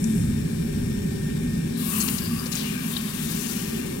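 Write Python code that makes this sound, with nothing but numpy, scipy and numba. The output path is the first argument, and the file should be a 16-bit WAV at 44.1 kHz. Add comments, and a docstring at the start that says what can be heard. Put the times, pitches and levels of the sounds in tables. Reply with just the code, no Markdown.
"""Hot baking tin dipped in water

Outdoors, a hot metal tin ticks, then goes into a plastic tub of water on the left. Steam hisses,
tiny bubbles collapse in a dense sizzle, and the water boils, spits and gushes as the cups go under.
All the while a blower whines nearby over a low rumble, probably the burner of a furnace."""
import sys
import numpy as np
from scipy import signal
from scipy.fft import rfft, irfft
from scipy.io import wavfile
from numba import njit

SR = 44100
rng = np.random.default_rng(int(sys.argv[2]) if len(sys.argv) > 2 else 0)


def log_audio(samples):
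    """Write samples as a 16-bit WAV file to the path given in sys.argv[1]."""
    # one column per channel
    frames = np.atleast_2d(samples).T
    # limit to full scale, then quantise
    limited = np.clip(frames, -1, 1)
    pcm = np.round(limited * 32767).astype(np.int16)
    wavfile.write(sys.argv[1], SR, pcm)


N = 176400
T, HZ = np.arange(N) / SR, np.maximum(np.arange(N // 2 + 1) * SR / N, 1)
EAR_LAG_S = .0002  # the right ear hears this much later
SPIT_CYCLES, SPIT_SPREAD_DB = 56, 4  # bubbles in the spits and the gush

# Tone colours. Each row: frequency in Hz, relative level in dB.
RUMBLE_COLOUR = [(20, -22), (35, -9.5), (58, -8), (100, -6.5), (135, -2), (168, 4.5), (188, -1.5),
                 (213, 4.5), (245, 2), (292, -14), (348, -12), (366, -21), (386, -10.5), (422, -16),
                 (440, -25.5), (570, -31), (610, -43.5), (800, -45.5)]
RUMBLE_SIDE = [(80, -11), (200, -18.5), (270, -13), (330, 3.5), (450, 0), (800, 15)]  # the part that differs between the ears
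RUMBLE_LEFT_BOOST = [(380, 0), (480, 3), (800, 7.5)]  # left ear compared with right
AIR_LEFT = [(500, -3), (850, -7), (1370, -3), (1620, 11), (2000, 1), (2370, 12), (2650, -3.5), (4700, -13),
            (7200, 2.5), (8050, 9), (9000, 5), (13000, -1.5), (16000, -17)]
AIR_RIGHT = [(500, -2), (900, 10), (1300, 9), (1630, 22.5), (2000, 1), (2370, 8.5), (3000, -4), (5000, -2),
             (5700, 10.5), (8200, 10.5), (16000, -18)]
STEAM_COLOUR = [(2000, -18), (5800, -11), (8200, -1.5), (10500, 0), (13300, 0), (14800, -2), (16000, -6)]
SIZZLE_COLOUR = [(600, -5), (1100, -3.5), (1900, -2.5), (2400, 1.5), (4200, 0), (6000, -2), (11000, -4),
                 (16000, -5.5)]
RIGHT_EAR_SHADE = [(500, -12), (2500, -7.5), (4500, -17), (8500, -13), (11000, -21), (16000, -23)]  # how much weaker the tub is on the right

# Loudness over time. Each row: time in seconds, relative level in dB.
DEEP_RUMBLE_LEVEL = [(.12, -35), (.22, -26.5), (.55, -32), (.9, -31), (1.3, -35), (1.52, -31.5),
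                     (1.8, -40.5), (2.33, -34), (2.5, -42), (3.1, -43.5), (3.28, -35.5), (3.45, -43.5),
                     (4.0, -38.5)]
MIDDLE_RUMBLE_LEVEL = [(0, -25), (.25, -26), (.6, -29.5), (1.4, -28), (2.0, -28.5), (2.5, -32),
                       (2.75, -29.5), (4.0, -33)]
UPPER_RUMBLE_LEVEL = [(1.4, -41), (3.1, -46.5), (3.9, -39.5)]
WHINE_LEVEL = [(0, 2), (.6, -2), (1.25, 5.5), (2.0, -2.5), (3.7, 4.5)]
OVERTONE_LEVEL = [(0, -0.5), (1.7, -2)]
AIR_TREBLE_LEVEL = [(0, 2.5), (.16, 4.5), (.35, -2.5)]
STEAM_LEVEL = [(1.755, -57), (1.776, -34.5), (1.9, -25.5), (2.02, -24), (2.16, -29), (2.25, -33.5),
               (2.49, -36), (2.55, -31.5), (2.77, -39.5), (2.9, -31.5), (3.04, -37), (3.15, -32.5),
               (3.5, -31.5), (3.7, -37), (4.0, -40.5)]
SIZZLE_LEVEL = [(1.76, -40), (1.95, -29.5), (2.25, -33.5), (2.5, -36.5), (2.56, -29.5), (2.77, -33.5),
                (3.05, -33), (3.5, -31), (3.85, -34.5), (4.0, -38.5)]
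BOIL_LEVEL = [(1.76, -57), (1.8, -44), (1.96, -39.5), (2.41, -41), (2.5, -43), (4.0, -47.5)]

# The blower's tones. Each row: multiple of the lowest pitch, left and right base levels in dB.
WHINE_TONES = [(1, -62.5, -53.5), (2, -53.5, -79), (3, -51, -77)]
# Ticks of the tin. Each row: start in seconds, relative level in dB.
TIN_TICKS = [(.0412, -8.5), (.0437, -16)]
# Notes of the hollow under the tin. Each row: pitch in Hz, base width in Hz, relative level in dB.
HOLLOW_NOTES = [(1130, 125, 2), (1640, 120, -2.5), (2790, 170, -3)]
# Boiling pockets. Each row: peak time and half length in seconds, pitch and filter width in Hz,
# level in dB.
BOIL_SURGES = [(1.816, 0.083, 3900, 1100, -41), (1.95, 0.043, 1130, 222, -38), (2.0, 0.18, 2750, 340, -41),
               (2.276, 0.22, 4710, 380, -41.5), (2.412, 0.04, 1190, 200, -41), (2.65, .065, 2830, 300, -39),
               (2.723, 0.13, 2380, 400, -42), (2.77, 0.08, 1590, 260, -42.5),
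               (2.953, 0.053, 3600, 1100, -36.5), (3.21, 0.17, 3670, 600, -41),
               (3.45, 0.22, 6060, 4030, -35), (3.797, .17, 2610, 1500, -46)]
# Spits of water. Each row: start and length in seconds, pitch in Hz, spread in octaves, level in dB.
WATER_SPITS = [(2.001, 0.026, 8050, 0.31, -23), (2, 0.029, 4440, 0.058, -32),
               (2.077, 0.012, 6440, 0.613, -24), (2.081, 0.008, 2440, 0.6, -31),
               (2.181, 0.0092, 5950, 0.36, -28), (2.247, .016, 4800, 0.045, -35.5),
               (2.391, 0.007, 4870, 0.04, -30), (2.456, .016, 6730, 0.5, -32.5),
               (2.517, .022, 5540, 0.58, -26.5), (2.551, .010, 6850, 0.28, -25),
               (2.563, 0.011, 4360, 0.33, -32.5)]
# Single bubbles. Each row: start in seconds, pitch in Hz, length in cycles, level in dB.
BIG_BUBBLES = [(2.462, 510, 16, -28), (2.9655, 3750, 50, -17), (2.968, 3950, 45, -14),
               (2.9705, 3050, 50, -19.5)]
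# Tub echoes, left ear then right. Each row: decay in seconds, level in dB against the direct sound.
WALL_ECHOES = [(.008, -12), (.018, 8)]


def undb(db):
    """Turn decibels into a gain."""
    return 10 ** (np.asarray(db) / 20)


def unit(x):
    """Scale a signal to an average power of 1."""
    return x / np.sqrt(np.mean(x ** 2) + 1e-20)


def curve(rows):
    """Gain over time from a loudness table."""
    return undb(np.interp(T, *np.array(rows).T))


def response(rows):
    """Gain over frequency from a colour table."""
    hz, db = np.array(rows).T
    return undb(np.interp(np.log(HZ), np.log(hz), db))


def shape(x, gain):
    """Filter a signal with one gain per frequency."""
    return irfft(rfft(x) * gain, N)


def resonance(hz, width):
    """A filter that favours one pitch."""
    return 1 / (1 + 1j * (HZ / hz - hz / HZ) * hz / width)


def noise():
    """White noise."""
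    return rng.standard_normal(N)


def wander(rate_hz):
    """A smooth random wobble with a spread of 1."""
    return unit(shape(noise(), np.exp(-(HZ / rate_hz) ** 2)))


def crackle(per_s, spread_db):
    """Random clicks of tiny collapses; more spread makes a few stand out."""
    clicks = (rng.random(N) < per_s / SR) * rng.choice([-1, 1], N)
    return unit(clicks * undb(spread_db * np.minimum(rng.exponential(size=N), 5)))


@njit
def ring_bubbles(start, hz, cycles, strength, glide=.023):
    """Each bubble is a sine wave that rises slightly in pitch as it fades by 50 dB."""
    out = np.zeros(N)
    for k in range(len(start)):
        length = max(int(cycles[k] / hz[k] * SR), 2)
        first, phase = int(start[k] * SR), 0.
        for i in range(min(length, N - first)):
            phase += 2 * np.pi * hz[k] * (1 + glide * i / length) / SR
            out[first + i] += strength[k] * np.sin(phase) * np.exp(-5.75 * i / length)
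    return out


def burner_rumble(deep_hz=146.6, upper_hz=295):
    """A turbulent roar, alike in both ears in the bass; its three bands swell separately."""
    colour = response(RUMBLE_COLOUR) / (1 + (HZ / 950) ** 6)
    shared = shape(noise(), colour)
    side = shape(noise(), colour * response(RUMBLE_SIDE))
    lean_left = np.sqrt(response(RUMBLE_LEFT_BOOST)) * np.exp(1j * np.pi * HZ * EAR_LAG_S)
    ears = np.array([shape(shared + side, lean_left), shape(shared - side, 1 / lean_left)])
    deep = 1 / (1 + (HZ / deep_hz) ** 10)
    upper = 1 / (1 + (upper_hz / HZ) ** 10)
    middle = 1 - deep - upper
    bands = (deep, DEEP_RUMBLE_LEVEL), (middle, MIDDLE_RUMBLE_LEVEL), (upper, UPPER_RUMBLE_LEVEL)
    return sum(shape(ears, band) / shape(shared, band).std() * curve(rows) for band, rows in bands)


def blower(whine_hz=1817.6, drift=.0006, flutter_db=1.6):
    """A wavering whine with overtones, and rushing air that is brighter at first."""
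    phase = 2 * np.pi * np.cumsum(whine_hz * (1 + drift * wander(5.26))) / SR
    whine = 0
    for multiple, left_db, right_db in WHINE_TONES:
        level = curve(WHINE_LEVEL if multiple == 1 else OVERTONE_LEVEL) * undb(flutter_db * wander(13))
        whine += undb([[left_db], [right_db]]) * np.sqrt(2) * np.sin(multiple * phase) * level
    air = np.array([undb(db) * unit(shape(noise(), response(colour)))
                    for colour, db in ((AIR_LEFT, -40.5), (AIR_RIGHT, -50))])
    treble = shape(air, 1 / (1 + (4060 / HZ) ** 4))
    return whine + air - treble + treble * curve(AIR_TREBLE_LEVEL)


def tin_ticks(decay_s=.0006):
    """The hot tin ticks as it is carried to the tub."""
    hits = sum(undb(db) * (T >= start) * np.exp(-abs(T - start) / decay_s) for start, db in TIN_TICKS)
    return 2 * shape(hits * noise(), resonance(hz=6900, width=2800) ** 2)


def steam(bands=8, shift_db=.7):
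    """Water flashes to steam on the metal; the hiss changes colour as the wet patch moves."""
    hiss = shape(crackle(per_s=22000, spread_db=2), response(STEAM_COLOUR))
    centres_hz = np.linspace(2000, 15800, bands)
    shifting = sum(shape(hiss, np.interp(HZ, centres_hz, band)) * undb(shift_db * wander(14))
                   for band in np.eye(bands))
    return unit(shifting) * curve(STEAM_LEVEL) * undb(1.3 * wander(32))


def sizzle(per_s=5000, cycles=3.55, spread_db=.5):
    """Thousands of tiny collapsing bubbles ring for a few cycles each."""
    count = int(per_s * N / SR)
    start = rng.uniform(0, N / SR, count)
    hz = 600 * (16000 / 600) ** np.sqrt(rng.random(count))  # mostly high pitches
    strength = undb(spread_db * np.minimum(rng.exponential(size=count), 5))
    bubbles = ring_bubbles(start, hz, np.full(count, cycles), strength * hz)
    fizz = unit(shape(bubbles, response(SIZZLE_COLOUR) / HZ ** .12))
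    return fizz * curve(SIZZLE_LEVEL) * undb(.33 * wander(46))


def boil(swell_db=1.6):
    """Boiling rings the hollow between tin and water; each note swells on its own."""
    notes = 0
    for hz, width, db in HOLLOW_NOTES:
        level = undb(db + swell_db * wander(2.7))
        notes += level * shape(crackle(per_s=4000, spread_db=2.5), resonance(hz, 1.84 * width) ** 2)
    return unit(notes) * curve(BOIL_LEVEL)


def surges():
    """Each pocket of water under the cups boils up and dies away, ringing at its own gap's pitch."""
    out = np.zeros(N)
    for peak, half_length, hz, width, db in BOIL_SURGES:
        pocket = unit(shape(crackle(per_s=5000, spread_db=0), resonance(hz, width) ** 2))
        out += pocket * undb(db) * np.exp(-((T - peak) / half_length) ** 2)
    return out


def spits(per_s=6000):
    """Short bursts of bubbles as water reaches fresh hot metal."""
    out = np.zeros(N)
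    for start, length, centre_hz, octaves, db in WATER_SPITS:
        count = int(length * per_s)
        times = start + length * rng.random(count)
        hz = np.clip(centre_hz * 2 ** rng.normal(0, octaves, count), 500, 15000)
        strength = undb(rng.normal(0, SPIT_SPREAD_DB, count))
        burst = ring_bubbles(times, hz, np.full(count, SPIT_CYCLES), strength)
        out += unit(burst) * np.sqrt(length * SR / N) * undb(db)
    return out


def big_bubbles():
    """Larger single bubbles plop and chirp."""
    start, hz, cycles, db = np.array(BIG_BUBBLES).T
    return ring_bubbles(start, hz, cycles, undb(db))


def gush(start_s=2.57, length_s=.19, first_hz=4700, last_hz=3330, octaves=.374, fade_db=16, count=2500):
    """Water floods the next cups: a splutter of bubbles that grow larger, and so lower, as it fades."""
    progress = rng.random(count)
    centre_hz = first_hz * (last_hz / first_hz) ** progress
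    hz = np.clip(centre_hz * 2 ** rng.normal(0, octaves, count), 500, 15000)
    strength = undb(rng.normal(0, SPIT_SPREAD_DB, count) - fade_db * progress)
    splutter = ring_bubbles(start_s + length_s * progress, hz, np.full(count, SPIT_CYCLES), strength)
    return unit(splutter) * np.sqrt(length_s * SR / N) * undb(-36)


def tub(sound, low_cut_hz=300, rock_hz=3, echo_samples=4096):
    """The dipping sounds carry no bass, and the echoes from the tub's walls shift as the water rocks."""
    direct = shape(sound, 1 / (1 + (low_cut_hz / HZ) ** 4))
    ears = []
    for decay_s, db in WALL_ECHOES:
        rocking = np.pi * wander(rock_hz)
        reflected = 0
        for share in (np.cos(rocking), np.sin(rocking)):  # blend two sets of echoes
            echo = rng.standard_normal(echo_samples) * np.exp(-T[:echo_samples] / decay_s)
            reflected += share * signal.oaconvolve(direct, echo / np.linalg.norm(echo))[:N]
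        ears.append((direct + undb(db) * reflected) / np.hypot(1, undb(db)))
    left, right = ears
    delay = np.exp(-2j * np.pi * HZ * EAR_LAG_S)
    return np.array([left, shape(right, response(RIGHT_EAR_SHADE) * delay)])


def scene():
    """The burner and blower run on while the tin cools in the tub."""
    background = burner_rumble() + blower()
    dipping = tin_ticks() + steam() + sizzle() + boil() + surges() + spits() + big_bubbles() + gush()
    return background + tub(dipping)


def record(dry, top_hz=15800):
    """A steep filter cuts the highest treble."""
    return signal.sosfilt(signal.ellip(10, .2, 80, top_hz, fs=SR, output="sos"), dry)


dry = scene()
out = record(dry)
log_audio(out)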